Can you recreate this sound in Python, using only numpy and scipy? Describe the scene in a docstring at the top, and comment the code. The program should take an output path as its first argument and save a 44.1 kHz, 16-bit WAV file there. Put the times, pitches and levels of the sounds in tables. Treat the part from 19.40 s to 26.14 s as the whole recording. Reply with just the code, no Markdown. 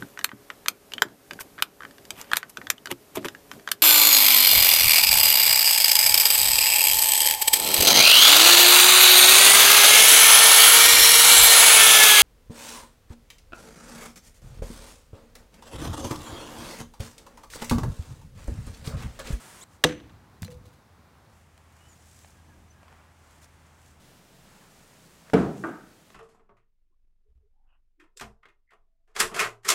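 """Throwing an axe

A thrown axe splits its way into a plank target in a garden, works loose and thuds to the ground.
It scrapes on a wooden deck as it is picked up while birds call, then is set down hard on a workshop
bench: the steel head lands first, the handle knocks down after it and the small room rings.
Sleeve and rope rustle with each movement, and each place has its own quiet background."""
import sys
import numpy as np
from scipy import signal
from scipy.fft import rfft, irfft
from scipy.io import wavfile

SR = 44100
rng = np.random.default_rng(int(sys.argv[2]) if len(sys.argv) > 2 else 0)


def pcm_store(signal):
    """Save signal as 16-bit PCM."""
    levels = np.round(np.clip(np.atleast_2d(signal), -1, 1) * 32767)
    wavfile.write(sys.argv[1], SR, levels.astype(np.int16).T)


N = 297234
TIME = np.arange(N) / SR
AGE = TIME[:SR]  # seconds since a blow


def amp(db):
    """Turns decibels into a gain."""
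    return 10 ** (np.asarray(db) / 20)


def unit_level(x):
    """Scales a signal to an average (rms) level of 1."""
    return x / np.sqrt(np.mean(x ** 2) + 1e-20)


def curve(hz, points_hz, values):
    """Joins points with straight lines on a scale of octaves."""
    return np.interp(np.log(hz + 1), np.log(np.asarray(points_hz) + 1), values)


def add(mix, start_s, sound):
    """Mixes a sound in at its start time."""
    part = mix[round(start_s * SR):][:len(sound)]
    part += sound[:len(part)]


def fade(fade_s, hold_s=0):
    """Holds steady, then falls 60 dB in fade_s."""
    return np.exp(-np.log(1000) * np.maximum(AGE - hold_s, 0) / fade_s)


def onset(rise_s):
    """Swells from silence to full level."""
    return 1 - np.exp(-AGE / rise_s)


def swells(strokes):
    """Loudness of smooth strokes that speed up and slow down again."""
    power = sum(amp(2 * db) * np.exp(-((TIME - middle_s) / half_s) ** 2)
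                for middle_s, half_s, db in strokes)
    return np.sqrt(power)


def noise(colour, size=N, tilt_db=0):
    """Noise of level 1; colour sets how strong each pitch is, and tilt_db is added per octave."""
    hz = np.fft.rfftfreq(size, 1 / SR)
    shape_db = curve(hz, *np.transpose(colour)[:2]) + tilt_db * np.log2(hz + 1)
    spectrum = rfft(rng.standard_normal(size)) * amp(shape_db) * (hz > 20)
    return unit_level(irfft(spectrum, size))


def drift(fastest_hz):
    """A random wander of level 1."""
    coarse = TIME[::32]
    slow_enough = np.fft.rfftfreq(len(coarse), coarse[1]) < fastest_hz
    spectrum = rfft(rng.standard_normal(len(coarse))) * slow_enough
    return unit_level(np.interp(TIME, coarse, irfft(spectrum, len(coarse))))


def ring(tones, rise_s):
    """Fading tones of a struck object; neighbours swing in opposite directions."""
    return onset(rise_s) * sum((-1) ** k * amp(db) * fade(fade_s) * np.sin(2 * np.pi * hz * AGE)
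                               for k, (hz, db, fade_s) in enumerate(tones))


def noisy_ring(bands, rise_s, hold_s=0):
    """Countless tones or echoes blur into noise; each band fades at its own speed."""
    centres_hz, _, fades_s = np.transpose(bands)
    spectrum = rfft(noise(bands, size=SR))
    hz = np.fft.rfftfreq(SR, 1 / SR)
    parts = (irfft(spectrum * curve(hz, centres_hz, share), SR) * fade(fade_s, hold_s)
             for share, fade_s in zip(np.eye(len(bands)), fades_s))
    return sum(parts) * onset(rise_s)


# wood fibres giving way: start_s, level_db
FIBRE_SNAPS = [(0.4385, -18.5), (0.4397, -5.5), (0.441, -9), (0.443, -20.5), (0.4432, -15.5),
               (0.445, -10.5), (0.4473, -21)]
# the noise of splitting wood: pitch_hz, relative_db, fade_s
SPLIT_BANDS = [(200, -4, 0.039), (700, -1.5, 0.028), (982, -7.5, 0.036), (1774, 0.5, 0.01), (3700, 3, .009),
               (4850, -14, 0.0068), (6246, -8.5, 0.012), (10000, -11, 0.0072), (15200, -28.5, 0.011)]
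# the short, bright ring of the struck plank: pitch_hz, relative_db, fade_s
PLANK_TONES = [(1123, -24.5, 0.055), (1284, -28.5, 0.062), (1716, -6.5, 0.015), (1930, -16.5, 0.031),
               (2014, -21.5, 0.051), (2530, -26, 0.053), (2790, -16, 0.03595), (3393, -18.5, 0.0308),
               (3470, -24, 0.043), (3766, -11, 0.036), (4080, -22, 0.044), (4266, -26, .03),
               (5780, -22, 0.021), (6340, -19, 0.026), (7060, -28.5, 0.039), (7600, -22, 0.025),
               (8370, -27.5, 0.043), (8770, -28.5, 0.024)]
# the low ring of the whole board on its stand: pitch_hz, level_db, fade_s
BOARD_TONES = [(64.7, -35.5, 0.37), (159.1, -22, 0.22), (235, -33, .3), (299, -27, 0.37),
               (323.4, -28.5, 0.33), (365.8, -19.5, 0.083), (436.6, -29, 0.11), (481, -19.5, 0.068),
               (667, -18.5, 0.066), (738, -30, 0.092)]
# single echoes from walls and hedges: delay_s, relative_db
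ECHOES = [(.083, -33), (.161, -39.5), (.256, -44.5)]
# the wash of sound scattered by the garden: pitch_hz, relative_db, fade_s
GARDEN_BANDS = [(30, -19.5, .5), (109.8, -1.5, .6), (330, 3.5, .5), (700, -5, 0.31), (995, -3.5, 0.19),
                (1792, -5.5, .38), (2974, -12, 0.45), (4995, -13, 0.22), (7480, -17, .27),
                (11000, -26.5, .25), (15680, -34.5, .22)]


def target_hit():
    """The blade splits fibres for a few milliseconds, then stops and shoves the whole board."""
    out = np.zeros(N)
    bite_s, stop_s = 0.4392, 0.4435
    click = signal.lfilter(*signal.butter(1, [1500, 7000], "band", fs=SR), signal.unit_impulse(SR))
    for start_s, db in FIBRE_SNAPS:
        add(out, start_s, amp(db) * noisy_ring(SPLIT_BANDS, rise_s=0.0001))
        add(out, start_s + 0.0003, amp(db + 13) * click)  # the sharp front of the snap
    add(out, bite_s, amp(-0.5) * ring(PLANK_TONES, rise_s=0.00054))
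    add(out, stop_s, ring(BOARD_TONES, rise_s=0.001))
    # an open board gives off little deep bass
    out = signal.sosfilt(signal.butter(2, 60, "high", fs=SR, output="sos"), out)
    dulled = signal.lfilter(*signal.butter(1, 3000, fs=SR), out)
    for delay_s, db in ECHOES:
        add(out, delay_s, amp(db) * dulled)
    clumps = amp(2.5 * drift(300)[:SR])  # flying splinters and debris make the tail grainy
    add(out, bite_s, amp(-28.5) * clumps * noisy_ring(GARDEN_BANDS, rise_s=0.0044))
    return out


# the bench top booming under the axe head: pitch_hz, relative_db, fade_s
BENCH_TONES = [(74, -22, .36), (120, -28, .2), (161, -17, .33), (184, -14, .38), (221, -21, .3),
               (255, -22, .38), (278, -15, .28), (326, -18, .3), (420, -16, .22), (454, -16, .22),
               (478, -20, .2), (702, -21, .18), (777, -27, .17)]
# the head's dull smack, and the room's answer: pitch_hz, relative_db, fade_s
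SMACK_BANDS = [(30, -39.5, .2), (89, -33, 0.17), (180, 3, 0.16), (432, 4.5, 0.19), (608, -7, 0.16),
               (705, -1, 0.064), (950, -9.5, 0.16), (2250, -14.5, 0.084), (4170, -30.5, 0.099),
               (8400, -34.5, 0.067), (15500, -50, .06)]
SMACK_ROOM_BANDS = [(35, -26, 0.36), (172, 3.5, 0.9), (426, -0.5, 0.63), (610, -8.5, 0.52),
                    (700, -1.5, 0.51), (830, -14.5, 0.59), (1320, -13.5, 0.49), (2230, -26, 0.46),
                    (4640, -39.5, 0.6), (8500, -42, 0.5), (15500, -61, 0.27)]
# the handle knocking on the bench: pitch_hz, level_db, fade_s
KNOCK_TONES = [(248, -31.5, 0.22), (330, -31.5, 0.26), (640, -42.5, 0.46), (900, -44.5, 0.51),
               (1176, -29, 0.1), (1310, -47, 0.24), (1464, -29, 0.08), (1604, -45, 0.54),
               (1560, -28, 0.055), (1860, -33, 0.043), (2350, -47, 0.075), (2660, -50, 0.056)]
# the room's answer to the knock: pitch_hz, relative_db, fade_s
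KNOCK_ROOM_BANDS = [(89, -19, 0.38), (308, 3, 0.6), (440, -7.5, 0.56), (1120, -9, 0.42), (1290, -2, 0.54),
                    (1360, -13, 0.62), (1500, -3.5, 0.55), (1650, -15.5, 0.6), (3500, -34.5, 0.34),
                    (8000, -66, .2)]


def bench_hit():
    """The head thumps the bench top, the handle follows, and the small room rings."""
    out = np.zeros(N)
    head_s, handle_s, build_cycles = 5.9338, 6.2375, 2.5
    # each tone needs a few swings to build up, so the boom follows the smack
    for k, (hz, db, fade_s) in enumerate(BENCH_TONES):
        boom = ring([(hz, db, fade_s)], rise_s=build_cycles / hz)
        add(out, head_s, (-1) ** k * amp(-1) * boom)
    add(out, head_s, amp(-14.5) * noisy_ring(SMACK_BANDS, rise_s=0.00075, hold_s=0.0025))
    add(out, head_s, amp(-21.5) * noisy_ring(SMACK_ROOM_BANDS, rise_s=0.02, hold_s=0.046))
    add(out, handle_s, ring(KNOCK_TONES, rise_s=0.0011))
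    add(out, handle_s, amp(-31.5) * noisy_ring(KNOCK_ROOM_BANDS, rise_s=0.0027, hold_s=0.0055))
    return out


# the axe bouncing on the ground: start_s, level_db, pitch_hz
THUDS = [(1.02, -27.5, 166.3), (1.028, -25.5, 98.5), (1.052, -38, 213), (1.094, -40, 163), (1.154, -37, 87),
         (1.204, -45, 173)]


def ground_thuds():
    """Each bounce of the fallen axe makes one low, short tone."""
    out = np.zeros(N)
    for start_s, db, hz in THUDS:
        add(out, start_s, ring([(hz, db, 0.11)], rise_s=0.00097))
    return out


# blows that set the axe ringing: start_s, handle_db, steel_db, clink_db
AXE_BLOWS = [(.445, -28, -45, -49), (1.048, -64, -66, -49.5), (1.082, -48, -70, -72),
             (1.123, -49, -76, -61), (1.252, -61, -78, -68)]
# the handle's note, the head's long ring and its short clink: pitch_hz, relative_db, fade_s
HANDLE_TONES = [(496, 7, .27)]
STEEL_TONES = [(6078, 0, .38), (6097, -3, .36), (6670, -15, .25), (10160, -17, .35)]
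CLINK_TONES = [(4050, 0.15, 0.092), (4210, -1.8, 0.068)]


def axe_ring():
    """Handle and head ring when knocked; two steel tones close in pitch make the ring pulse."""
    handle, head = np.zeros(N), np.zeros(N)
    for start_s, handle_db, steel_db, clink_db in AXE_BLOWS:
        add(handle, start_s, amp(handle_db) * ring(HANDLE_TONES, rise_s=0.00199))
        add(head, start_s, amp(steel_db) * ring(STEEL_TONES, rise_s=0.00063))
        add(head, start_s, amp(clink_db) * ring(CLINK_TONES, rise_s=0.0005))
    turning = amp(2.5 * drift(25))  # the ring wavers as the blade turns
    return handle + turning * head


# the axe tapping twigs, deck and bench: start_s, level_db, tilt_db_per_octave
TICKS = [(1.0208, -31, 10.5), (1.0295, -33, .5), (1.038, -44, 8), (1.047, -36, 5), (1.0795, -39, -1.5),
         (2.177, -49, 3.5), (2.846, -41, -2.3), (3.4305, -43, -3), (3.481, -45, -1.5), (3.526, -44.5, -2.5),
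         (5.899, -37.5, -1.5), (6.7025, -42.5, -1.5)]
# dry leaves crushed under the falling axe: start_s, level_db
CRUNCHES = [(1.03, -51.5), (1.102, -54.5), (1.253, -58.5), (1.326, -64.5)]
# the noise both are made from: pitch_hz, relative_db
TICK_COLOUR = [(150, -22), (550, 16), (2500, 9.5), (8000, -3.5), (15500, -17.5)]


def ticks_and_crunches():
    """Crushed leaves give bright, grainy bursts; small contacts give dry ticks with a faint tail."""
    out = np.zeros(N)
    crunch_shape = onset(0.00085) * fade(0.19)
    for start_s, db in CRUNCHES:
        grain = amp(4 * drift(300)[:SR])
        add(out, start_s, amp(db) * crunch_shape * grain * noise(TICK_COLOUR, size=SR, tilt_db=6))
    tick_shape = onset(0.0004) * (fade(0.016) + amp(-41) * fade(0.35))
    for start_s, db, tilt_db in TICKS:
        add(out, start_s, amp(db) * tick_shape * noise(TICK_COLOUR, size=SR, tilt_db=tilt_db))
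    return out


# shakes of the target's stand: middle_s, half_length_s, level_db
SHUDDERS = [(.74, .15, -52.5), (1.17, .11, -49.5)]
# their low rumble: pitch_hz, relative_db
SHUDDER_COLOUR = [(30, -13), (75, 3), (130, -0.5), (220, -13.5), (350, -17), (700, -42), (3000, -72)]


def stand_shudder():
    """The stand shakes as the axe pulls loose and again as it lands."""
    return swells(SHUDDERS) * noise(SHUDDER_COLOUR)


# the handle dragging and the blade sliding on the deck: middle_s, half_length_s, level_db
HANDLE_DRAGS = [(3.095, .03, -56), (3.19, 0.038, -57.5), (3.52, 0.018, -62)]
BLADE_SLIDES = [(3.09, 0.041, -72), (3.315, 0.018, -65.5)]
# the handle's dull scrape: pitch_hz, relative_db
DRAG_COLOUR = [(60, -4), (130, -1), (280, -1), (420, -15.5), (800, -16), (1500, -33), (6000, -34),
               (15500, -42.5)]


def deck_scrape():
    """As the axe is lifted, its handle drags and its sliding blade sings faintly."""
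    drag = swells(HANDLE_DRAGS) * amp(1.8 * drift(60)) * noise(DRAG_COLOUR)
    blade_hz = STEEL_TONES[0][0]
    singing = swells(BLADE_SLIDES) * drift(50) * np.sin(2 * np.pi * blade_hz * TIME)
    return drag + singing


# movements of sleeve and rope: middle_s, half_length_s, hiss_db, swish_db
MOVES = [(.12, 0.1, -64, -63), (.335, .03, -65, -65), (1.971, .06, -72.5, -87), (2.471, 0.11, -66, -65.5),
         (2.76, 0.14, -60, -74), (3.91, .1, -66.5, -63), (4.036, 0.016, -58, -61), (4.3, 0.2, -71.5, -65),
         (4.471, 0.047, -64, -70), (5.16, 0.12, -68, -61.5), (5.55, 0.35, -65, -66.5),
         (5.886, 0.025, -70, -58), (6.22, 0.073, -60, -64)]
# a bright hiss, and a dull rush that the background also uses: pitch_hz, relative_db
HISS_COLOUR = [(300, -12.5), (1800, 1), (4000, -0.5), (7500, 5.5), (11000, -3), (15500, -9.5)]
RUSH_COLOUR = [(150, -21.5), (500, -4.5), (850, 1), (1700, -3.5), (2800, -11), (6000, -25.5),
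               (15500, -44.5)]


def rustle():
    """Moving cloth and rope hiss and swish; now and then a fibre catches with a tiny crackle."""
    hiss_level = swells([(middle_s, half_s, db) for middle_s, half_s, db, _ in MOVES])
    swish_level = swells([(middle_s, half_s, db) for middle_s, half_s, _, db in MOVES])
    catches_per_s = 14
    catches = (rng.random(N) < catches_per_s / SR) * amp(rng.uniform(-1, 10, N))
    crackle = signal.fftconvolve(catches, fade(0.0095))[:N]
    flutter = amp(1.3 * drift(70))
    return hiss_level * (flutter + crackle) * noise(HISS_COLOUR) + swish_level * noise(RUSH_COLOUR)


# bird calls: start_s, length_s, start_hz, end_hz, level_db, octave_relative_db
BIRD_NOTES = [(0.206, 0.038, 3000, 4380, -51, 4.5), (2.382, 0.13, 2820, 3080, -65, -20),
              (2.475, 0.08, 7350, 6570, -59.5, -40), (2.938, 0.1, 1700, 1580, -66.5, -12),
              (3.079, 0.075, 1720, 1600, -63, -20), (3.34, 0.12, 1710, 1567, -66, -20)]


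def birds():
    """Short, unsteady whistles that glide in pitch, each with a second tone an octave up."""
    out = np.zeros(N)
    waver = 1 + 0.02 * drift(260)
    for start_s, length_s, start_hz, end_hz, db, octave_db in BIRD_NOTES:
        size = round(length_s * SR)
        hz = np.linspace(start_hz, end_hz, size) * waver[round(start_s * SR):][:size]
        phase = 2 * np.pi * np.cumsum(hz) / SR
        whistle = np.sin(phase) + amp(octave_db) * np.sin(2 * phase)
        add(out, start_s, amp(db) * signal.windows.tukey(size, 0.5) * whistle)
    return out


# the background noise of each place: pitch_hz, relative_db
LAWN_AIR = [(18, -28), (30, -7), (177, -3), (315, -10), (369, -5), (420, -8), (467, -11), (996, -6),
            (4420, -16), (8500, -12.5), (15500, -25.5)]
TARGET_AIR = [(15, -54), (25, -25.5), (43, -18.5), (82, -1.5), (113, -8.5), (240, -14), (331, -18.5),
              (399, -19), (684, -20.5), (970, -19), (3090, -35), (3930, -32.5), (4260, -33.5),
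              (15500, -43.5)]
DECK_AIR = [(25, -24), (50, -12), (82, -11.5), (144, -12), (246, -18.5), (433, -25), (850, -23.5),
            (1700, -28.5), (2800, -32.5), (4040, -37.5), (7500, -37), (15500, -47.5)]
WORKSHOP_AIR = [(15, -32), (25, 4), (43, -16), (64, -4.5), (107, -7), (136, 0), (183, -1), (289, -9),
                (567, -10.5), (722, -12.5), (826, -15.5), (1110, -16.5), (7500, -23), (15500, -30.5)]
# when the background switches to the target, the deck and the workshop: start_s
PLACE_STARTS = [0.24, 1.93, 4.6]


def background():
    """The air of four places in turn, with a low drone at the deck and a distant rush throughout."""
    drone_level = amp(-56.5 + 0.28 * drift(8.2))
    drone_hz = 81 + 1.35 * drift(8.9)
    drone = drone_level * np.sin(2 * np.pi * np.cumsum(drone_hz) / SR)
    places = [amp(-50) * noise(LAWN_AIR), amp(-57) * noise(TARGET_AIR),
              amp(-59) * noise(DECK_AIR) + drone, amp(-56.5) * noise(WORKSHOP_AIR)]
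    air = np.choose(np.searchsorted(PLACE_STARTS, TIME), places)
    rush = amp(-70 + 3.1 * drift(2)) * noise(RUSH_COLOUR)
    return air * amp(0.5 * drift(5)) + rush


def scene():
    """Adds all the sources into one channel."""
    impacts = target_hit() + bench_hit() + ground_thuds() + axe_ring() + ticks_and_crunches()
    handling = stand_shudder() + deck_scrape() + rustle()
    return (impacts + handling + birds() + background())[None]


def record(dry):
    """Gently rounds off the loudest peaks and removes the highest treble."""
    rounded = 1.2 * np.tanh(dry / 1.2)
    treble_cut = signal.firwin(511, 15900, window=("kaiser", 9), fs=SR)
    return signal.oaconvolve(rounded, treble_cut[None], "same")


dry = scene()
out = record(dry)
pcm_store(out)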